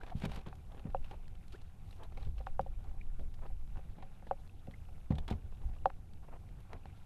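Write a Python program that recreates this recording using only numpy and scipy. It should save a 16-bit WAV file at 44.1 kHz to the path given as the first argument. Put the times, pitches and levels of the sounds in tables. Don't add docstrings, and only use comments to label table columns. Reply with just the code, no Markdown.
import sys
import numpy as np
from scipy import signal
from scipy.fft import rfft, irfft
from scipy.io import wavfile
from scipy.ndimage import uniform_filter1d

SR = 44100
rng = np.random.default_rng(int(sys.argv[2]) if len(sys.argv) > 2 else 0)


def transcribe(u):
    v = np.clip(np.atleast_2d(u).T, -1, 1)
    q = np.round(v * 32767).astype(np.int16)
    wavfile.write(sys.argv[1], SR, q)


N = 310905

# [mode_hz, level_db, t60_s]
DECK_MODES = [(545.5, 7.5, 0.068), (630, 0, 0.036), (749, 10, 0.043), (782, -0.5, 0.055), (823, -12, 0.066),
              (1094, -8.5, 0.03), (1370, -9, 0.014), (1560, -37, .02), (2520, 2.5, 0.014), (3900, -13, .01)]
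# [mode_hz, level_db, t60_s]
HULL_MODES = [(73.8, -6, 0.47), (106, 4, 0.09), (151.2, -2.5, 0.24), (172, 5.5, 0.059), (214.4, -1, 0.15),
              (261, -10.5, 0.3), (393, -6, 0.11), (444, -3, 0.075)]
# [start_s, peak_db, contact_ms, low_cut_hz, ring_share (ratio)]
DECK_KNOCKS = [(0.528, -42, 0.47, 1040, 1.4), (.9470, -22.5, 0.72, 563, 0.84),
               (1.114, -45.5, 0.71, 600, 1.1), (2.178, -46.5, 1.33, 550, 1.2),
               (2.404, -42.5, 1.56, 460, 0.58), (2.411, -48, 0.52, 700, 1.5),
               (2.4693, -30, 0.54, 1150, 1.23), (2.594, -20, 0.65, 553, 0.84), (2.663, -39.5, 1.1, 456, 1),
               (2.846, -52, 0.54, 501, 0.73), (2.913, -54, 0.36, 910, 1.07), (3.502, -52, 0.8, 600, 1.8),
               (3.758, -50, 0.41, 760, 1.2), (3.793, -53, 0.45, 600, 1.02), (4.026, -45, 0.66, 784, 2.6),
               (4.225, -50, 0.48, 550, 1), (4.3112, -21, 0.66, 507, 0.95), (4.675, -43.5, 1.3, 448, 1.3),
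               (4.888, -52.5, 0.73, 903, 1.2), (5.107, -39, 1.4, 600, 0.88), (5.123, -41, .85, 1050, .8),
               (5.166, -50, 1.2, 600, 1), (5.311, -36, 1.0, 604, 0.91), (5.321, -41, 0.62, 844, 0.86),
               (5.339, -52, 0.56, 800, 0.93), (5.857, -15, 0.65, 715, 0.93), (5.902, -38, 0.44, 1155, .8),
               (6.856, -43.5, 0.48, 770, 0.8)]
# [start_s, peak_db, contact_ms, shake_db]
HULL_THUMPS = [(0.15, -27, 4.64, -31), (0.236, -28, 2.54, -11), (0.241, -33, 3.3, -23),
               (0.257, -28, 3.2, -22), (.29, -43, 3.4, -19), (.374, -38, 4, -10.5), (.47, -38, 3.2, -15),
               (.853, -30, 2.9, -19), (1.112, -46, 1.2, -5), (2.265, -34, 8, -19.5), (2.6, -33.5, 4, -29),
               (3.191, -49.5, 2, 0.5), (4.683, -38, 2.26, -25), (5.105, -18.5, 3.03, -16),
               (5.13, -32, 5.8, -14.5), (5.184, -39.5, 1.02, -11), (5.311, -27, 1.7, -13),
               (5.319, -31.5, 4.7, -19), (6.731, -48.5, 1.8, 2)]
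# [start_s, peak_db, t60_s, part_hz]
TACKLE_CLICKS = [(0.032, -38.5, 0.072, 1660), (0.064, -47, 0.062, 2500), (0.073, -52, 0.024, 2000),
                 (0.101, -47, 0.04, 2220), (0.219, -37.5, 0.058, 2140), (0.236, -36, 0.087, 2290),
                 (0.251, -36, 0.039, 2400), (0.259, -39.5, .025, 2350), (0.295, -44, 0.02, 2300),
                 (0.317, -39, 0.036, 2820), (0.358, -44, 0.022, 2970), (0.373, -47, 0.026, 2200),
                 (0.409, -57, .02, 2680), (.462, -40.5, 0.13, 1640), (0.485, -47, 0.017, 2800),
                 (0.553, -56, 0.03, 6500), (0.721, -55, 0.014, 2400), (0.746, -48.5, 0.014, 1190),
                 (0.777, -48, 0.02, 1700), (0.795, -49.5, 0.023, 2700), (0.901, -52, 0.023, 2630),
                 (1.043, -48, 0.04, 2700), (1.11, -44, 0.049, 2400), (1.352, -53.5, 0.017, 2930),
                 (1.481, -53.5, 0.014, 7000), (1.523, -51.5, 0.078, 4730), (1.909, -53.5, 0.019, 3900),
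                 (1.928, -48.5, 0.025, 2760), (2.033, -48.5, 0.067, 3960), (2.122, -48, 0.031, 1990),
                 (2.173, -43.5, 0.06, 2410), (2.208, -57, .02, 2500), (2.226, -60, 0.023, 3600),
                 (2.248, -55, .04, 3600), (2.38, -48.5, 0.045, 2770), (2.41, -55, 0.013, 2670),
                 (2.465, -49, 0.073, 2670), (2.610, -51, 0.039, 4780), (2.892, -56, 0.03, 2267),
                 (3.194, -45, 0.021, 2000), (3.339, -54, 0.039, 5060), (3.463, -48.5, 0.044, 1800),
                 (3.771, -48.5, 0.024, 2460), (4.024, -46.5, 0.059, 2060), (4.268, -44.5, 0.054, 1670),
                 (4.67, -52.5, .02, 2090), (4.711, -48.5, 0.02, 1960), (5.105, -44, 0.1, 2300),
                 (5.121, -46, .04, 2000), (5.153, -49.5, 0.041, 3700), (5.182, -37.5, 0.055, 3280),
                 (5.185, -38.5, 0.019, 3110), (5.279, -37.5, 0.024, 3400), (5.304, -40.5, 0.045, 3790),
                 (5.32, -43, 0.12, 2202), (5.524, -50, 0.024, 1660), (5.764, -50, 0.032, 1187),
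                 (5.859, -43.5, 0.005, 3270), (5.898, -45.5, 0.021, 1910), (6.603, -55, 0.056, 9450),
                 (6.731, -34.5, 0.024, 2240), (6.856, -42, 0.011, 1890)]
# [middle_s, length_s, rms_db, tilt_db_per_octave]
GEAR_RUBS = [(0.069, 0.22, -57, -0.5), (0.187, 0.088, -62, 6.5), (0.234, 0.081, -55, 4),
             (.256, 0.011, -44.5, 5), (0.335, 0.25, -56.5, 2.5), (0.318, 0.017, -63, 9),
             (0.351, 0.037, -61, 6), (0.362, 0.017, -53, 6.5), (0.372, .012, -56, 2),
             (0.793, .36, -63.5, -2), (1.095, 0.18, -66, 3.5), (1.547, .09, -65, 5), (1.921, 0.22, -72, 9),
             (2.226, 0.17, -61.5, 2.5), (2.873, 0.27, -63, -7), (3.78, 0.072, -58.5, -4),
             (4.002, 0.089, -56, -7.5), (5.294, 0.05, -48.5, 1), (5.67, 0.37, -66.5, -1.5)]
# [middle_s, length_s, rms_db]
SLEEVE_RUSTLES = [(0.721, 0.093, -64), (.865, 0.068, -61), (1.137, 0.046, -58.5), (2.024, 0.13, -55.5),
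                  (3.392, 0.021, -60), (3.432, 0.05, -54.5), (3.458, 0.029, -51), (5.238, 0.096, -65),
                  (6.242, 0.054, -62), (6.291, 0.04, -58), (6.333, 0.066, -54.5), (6.364, 0.034, -59),
                  (6.603, .04, -68), (6.736, 0.12, -56)]
# [start_s, pitch_hz, glide_octaves, length_s, peak_db]
GEAR_SQUEAKS = [(0.113, 736, -0.01, 0.024, -38.5), (1.125, 977, -0.29, 0.028, -51.5)]
# [start_s, pitch_hz, rise_octaves, length_s, peak_db]
WATER_DROPS = [(0.011, 1470, 0.069, 0.008, -46.5), (0.967, 2710, 0.044, .007, -58),
               (1.531, 1106, 1, 0.041, -53), (1.533, 284, 0.89, 0.031, -46),
               (3.01, 2130, 0.29, 0.0094, -48), (4.493, 2600, .05, 0.0074, -58),
               (4.735, 1910, 0.23, 0.014, -52)]
# [band_hz, rms_db]
TRICKLE_BANDS = [(780, -78), (1050, -80.5), (1400, -80), (1850, -88), (2350, -84), (2800, -86.5),
                 (3600, -84.5)]
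# [time_s, level_db]
WIND_STRENGTH = [(0.0, -48), (0.33, -41.5), (0.51, -51.5), (0.92, -46), (0.99, -36.5), (1.1, -43),
                 (1.62, -50), (1.95, -47), (2.28, -39), (2.37, -43), (2.489, -38.5), (3.0, -40.5),
                 (3.261, -33), (3.3, -44), (3.551, -36), (3.93, -46), (4.73, -50), (5.3, -42), (5.58, -45),
                 (5.67, -35.5), (5.81, -46), (6.91, -51.5), (7.05, -50)]
# [frequency_hz, level_db]
SCRAPE_COLOUR = [(150, 12), (400, 10.5), (800, 8.5), (1300, 1), (2000, -3.5), (3200, -5), (4100, -9),
                 (4700, -14.5), (6000, -21), (13000, -32)]
# [frequency_hz, level_db]
CLOTH_COLOUR = [(250, 1), (500, 2), (800, 3.5), (1150, -3.5), (1700, -12), (2700, -17.5), (4000, -34.5),
                (7000, -43)]
# [frequency_hz, level_db]
WIND_COLOUR = [(10, 9.5), (22, 2), (36, -5.5), (55, -3.5), (80, -15.5), (130, -26), (250, -39), (600, -72)]
# [frequency_hz, level_db]
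MARSH_COLOUR = [(30, -4), (55, -10), (82, 5.5), (120, -4.5), (170, -8), (250, -18.5), (400, -22.5),
                (600, -28.5), (780, -25), (1100, -47.5), (1800, -49.5), (2900, -48.5), (5000, -45),
                (13000, -45.5)]

TOP_HZ = 13050
SPOT_DETUNE, SPOT_SPREAD_DB = .006, 1
PLAIN_PART_HZ, BRIGHTEN_DB_PER_OCTAVE = 2020, 4.5
PART_RING_DB, PART_Q = 0, 7
GRAINS_PER_S, GRAIN_DB = 260, 0
SNAGS_PER_S, SNAG_DB, SNAG_T60_S, SNAG_HZ, SNAG_OCTAVES = 38, 10, 0.041, 1670, 0.42
TICK_DB, TICK_T60_S, TICK_LOW_HZ, TICK_OCTAVES = -56, 0.013, 1900, 1.9
FIDGET_SPREAD_DB, FIDGET_THINNING = 8, 1.5
SPATTER_DB, SPATTER_Q = -6, 2
GURGLES_PER_S, GURGLE_DEPTH_DB, LAPS_PER_S, LAP_DEPTH_DB = 60, 3.5, 4, 1.2
POP_DB, POP_SPREAD_DB, POP_LOW_HZ, POP_OCTAVES = -70, 9, 1470, 0.97
WIND_TRIM_DB, GUSTS_PER_S, GUST_DEPTH_DB = 1, 27, 2
AIR_DB, HISS_WAVERS_PER_S, HISS_DEPTH_DB = -55, 9, .8


def undb(db):
    return 10 ** (np.asarray(db) / 20)


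def unit(x):
    return x / np.sqrt(np.mean(x ** 2))


def peak(x, db):
    return x * undb(db) / np.abs(x).max()


def seconds(length):
    return np.arange(int(length * SR)) / SR


def add(track, s, sound):
    start = int(s * SR)
    sound = sound[max(-start, 0):N - start]
    first = max(start, 0)
    track[first:first + len(sound)] += sound


def colour(x, points, tilt_db=0):
    hz, db = np.transpose(points)
    octave = np.log2(np.maximum(np.fft.rfftfreq(len(x), 1 / SR), 1))
    tilted_db = db + tilt_db * np.log2(hz / hz[0])
    gain = undb(np.interp(octave, np.log2(hz), tilted_db))
    low_roll_off = np.minimum(2 ** octave / hz[0], 1) ** 2
    return irfft(rfft(x) * gain * low_roll_off, len(x))


def band(x, hz, q):
    return signal.lfilter(*signal.iirpeak(min(hz, TOP_HZ), q, fs=SR), x)


def ring(force, modes, low_hz):
    t = seconds(.3)
    response = np.zeros(len(t))
    for hz, db, t60 in modes:
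        decay = np.exp(-np.log(1000) * t / t60)
        response += undb(db) * decay * np.cos(2 * np.pi * hz * t)
    radiation = signal.butter(3, low_hz, "high", fs=SR, output="sos")
    return signal.sosfilt(radiation, signal.fftconvolve(force, response))


def push(contact_ms):
    length = contact_ms / 1000
    return np.sin(np.pi * seconds(length) / length)


def slips(size, spread_db):
    t = seconds(.0035)
    strength = undb(spread_db * np.minimum(rng.exponential(size=size), 6))
    power = signal.fftconvolve(strength ** 2, np.exp(-5 * t / t[-1]), "same")
    return rng.standard_normal(size) * np.sqrt(np.abs(power))


def chatter(t60, rise_s):
    t = seconds(.2)
    envelope = (1 - np.exp(-t / rise_s)) * np.exp(-np.log(1000) * t / t60)
    return slips(len(t), spread_db=5.0) * envelope


def catching(size, rate, depth_db):
    steps = rng.standard_normal(N)
    return undb(depth_db * np.interp(np.arange(size) * rate / SR, np.arange(N), steps))


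def knocks():
    out = np.zeros(N)
    hz, mode_db, t60 = np.transpose(DECK_MODES)
    for s, db, contact_ms, low_hz, ring_share in DECK_KNOCKS:
        detune, weight = rng.standard_normal((2, len(DECK_MODES)))
        spot_hz = hz * (1 + SPOT_DETUNE * detune)
        spot_db = mode_db + SPOT_SPREAD_DB * weight
        spot = zip(spot_hz, spot_db, t60 * ring_share)
        add(out, s, peak(ring(push(contact_ms), spot, low_hz), db))
        buzz = colour(chatter(t60=0.085, rise_s=0.0092), SCRAPE_COLOUR, tilt_db=-4.0)
        add(out, s, peak(buzz, db - 25))
    return out


def thumps():
    out = np.zeros(N)
    for s, db, contact_ms, shake_db in HULL_THUMPS:
        add(out, s, peak(ring(push(contact_ms), HULL_MODES, low_hz=47.0), db))
        soften = signal.butter(2, 650, fs=SR, output="sos")
        settle = signal.sosfilt(soften, chatter(t60=0.16, rise_s=0.0022))
        deck_shake = unit(ring(settle, DECK_MODES, low_hz=228))
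        hull_shake = undb(9.0) * unit(ring(settle, HULL_MODES, low_hz=325))
        add(out, s, peak(deck_shake + hull_shake, db + shake_db))
    return out


def click(db, t60, hz):
    tilt_db = BRIGHTEN_DB_PER_OCTAVE * np.log2(hz / PLAIN_PART_HZ)
    snap = colour(chatter(t60, rise_s=0.00024), SCRAPE_COLOUR, tilt_db)
    return peak(snap + undb(PART_RING_DB) * band(snap, hz, PART_Q), db)


def clicks():
    out = np.zeros(N)
    for s, db, t60, hz in TACKLE_CLICKS:
        add(out, s, click(db, t60, hz))
    return out


def grains(size):
    t = seconds(.005)
    happens = rng.exponential(size=size), rng.random(size) < GRAINS_PER_S / SR
    strength = undb(4.8 * np.minimum(happens[0], 3)) * happens[1]
    envelope = signal.fftconvolve(strength, np.exp(-4 * t / t[-1]), "same")
    return rng.standard_normal(size) * envelope


def rub(length, db, tilt_db):
    size = int(length * SR)
    contact = unit(slips(SR, spread_db=3.5)) + undb(GRAIN_DB) * unit(grains(SR))
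    scrape = colour(contact, SCRAPE_COLOUR, tilt_db)[:size]
    grit = scrape * catching(size, rate=142.4, depth_db=2.0)
    deck_ring = ring(grit, DECK_MODES, low_hz=493)[:size]
    slide = unit(grit) + undb(-4.5) * unit(deck_ring)
    return unit(slide) * np.hanning(size) * undb(db)


def rubs():
    out = np.zeros(N)
    for s, length, db, tilt_db in GEAR_RUBS:
        add(out, s - length / 2, rub(length, db, tilt_db))
        snag_count = int(SNAGS_PER_S * length)
        for when, pitch in rng.random(size=(40, 2))[:snag_count]:
            octaves = SNAG_OCTAVES * pitch + tilt_db / BRIGHTEN_DB_PER_OCTAVE / 2
            scratch = click(db + SNAG_DB, SNAG_T60_S, SNAG_HZ * 2 ** octaves)
            add(out, s + (when - .5) * length, scratch * np.sin(np.pi * when))
    return out


def rustles():
    out = np.zeros(N)
    for s, length, db in SLEEVE_RUSTLES:
        size = int(length * SR)
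        fibres = colour(slips(SR, spread_db=3.5), CLOTH_COLOUR)[:size]
        fibres = fibres * catching(size, rate=170, depth_db=1.0)
        add(out, s - length / 2, unit(fibres) * np.hanning(size) * undb(db))
    return out


def bubble(hz, rise, length):
    t = seconds(length)
    swell = np.sin(np.pi * (t / length) ** 0.7)
    phase = 2 * np.pi * np.cumsum(hz * 2 ** (rise * t / length)) / SR
    return swell * np.sin(phase)


def chirp(hz, rise, length):
    tone = bubble(hz, rise, length)
    wobble = catching(len(tone), rate=500, depth_db=2.5)
    noise = rng.standard_normal(SR)
    spatter = band(band(noise, hz, SPATTER_Q), hz, SPATTER_Q)[:len(tone)]
    blurred = unit(tone * wobble) + undb(SPATTER_DB) * unit(spatter)
    return blurred * np.sqrt(np.hanning(len(tone)))


def squeaks():
    out = np.zeros(N)
    for s, hz, glide, length, db in GEAR_SQUEAKS:
        slip = chirp(hz, glide, length)
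        add(out, s, peak(slip, db))
        add(out, s, peak(ring(slip, DECK_MODES, low_hz=500), db - 12))
    return out


def fidgeting(count):
    out = np.zeros(N)
    for k, (when, strength, pitch) in enumerate(rng.random(size=(count, 3))):
        s = ((k + when) / count) ** FIDGET_THINNING * N / SR
        db = TICK_DB + FIDGET_SPREAD_DB * (strength - .5)
        hz = min(TICK_LOW_HZ * 2 ** (TICK_OCTAVES * pitch), TOP_HZ)
        add(out, s, click(db, TICK_T60_S, hz))
    return out


def drops():
    out = np.zeros(N)
    for s, hz, rise, length, db in WATER_DROPS:
        add(out, s, peak(chirp(hz, rise, length), db))
    return out


def water():
    out = np.zeros(N)
    for hz, db in TRICKLE_BANDS:
        stream = band(band(rng.standard_normal(N), hz, q=3.2), hz, q=3.2)
        out += undb(db) * unit(stream * catching(N, GURGLES_PER_S, GURGLE_DEPTH_DB))
    for when, pitch, life, strength in rng.random(size=(520, 4)):
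        length = .001 + .002 * life ** 2
        hz = POP_LOW_HZ * 2 ** (POP_OCTAVES * np.sqrt(pitch))
        pop = bubble(hz, rise=0.031, length=length)
        add(out, when * N / SR, peak(pop, POP_DB + POP_SPREAD_DB * strength ** 3))
    pat = ring(push(contact_ms=0.99), DECK_MODES, low_hz=850)
    for when, strength in rng.random(size=(60, 2)):
        add(out, when * N / SR, peak(pat, -66 + 8 * strength ** 2))
    return out * catching(N, LAPS_PER_S, LAP_DEPTH_DB)


def wind():
    s, db = np.transpose(WIND_STRENGTH)
    eddies = unit(colour(rng.standard_normal(N), WIND_COLOUR))
    eddies = eddies / np.sqrt(uniform_filter1d(eddies ** 2, size=9000))
    strength_db = np.interp(np.arange(N) / SR, s, db) + WIND_TRIM_DB
    return eddies * undb(strength_db) * catching(N, GUSTS_PER_S, GUST_DEPTH_DB)


def marsh():
    air = unit(colour(rng.standard_normal(N), MARSH_COLOUR))
    low_pass = signal.butter(2, 1200, fs=SR, output="sos")
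    rumble = signal.sosfiltfilt(low_pass, air)
    hiss = (air - rumble) * catching(N, HISS_WAVERS_PER_S, HISS_DEPTH_DB)
    return (hiss + rumble * catching(N, rate=24, depth_db=2.0)) * undb(AIR_DB)


def scene():
    gear = knocks() + thumps() + clicks() + rubs() + rustles() + squeaks() + fidgeting(count=24)
    return (gear + drops() + water() + wind() + marsh())[None]


def record(dry):
    fade_in = np.minimum(np.arange(N) / SR / .004, 1)
    low_pass = signal.ellip(10, .2, 70, TOP_HZ, fs=SR, output="sos")
    return signal.sosfilt(low_pass, dry * fade_in)


dry = scene()
out = record(dry)
transcribe(out)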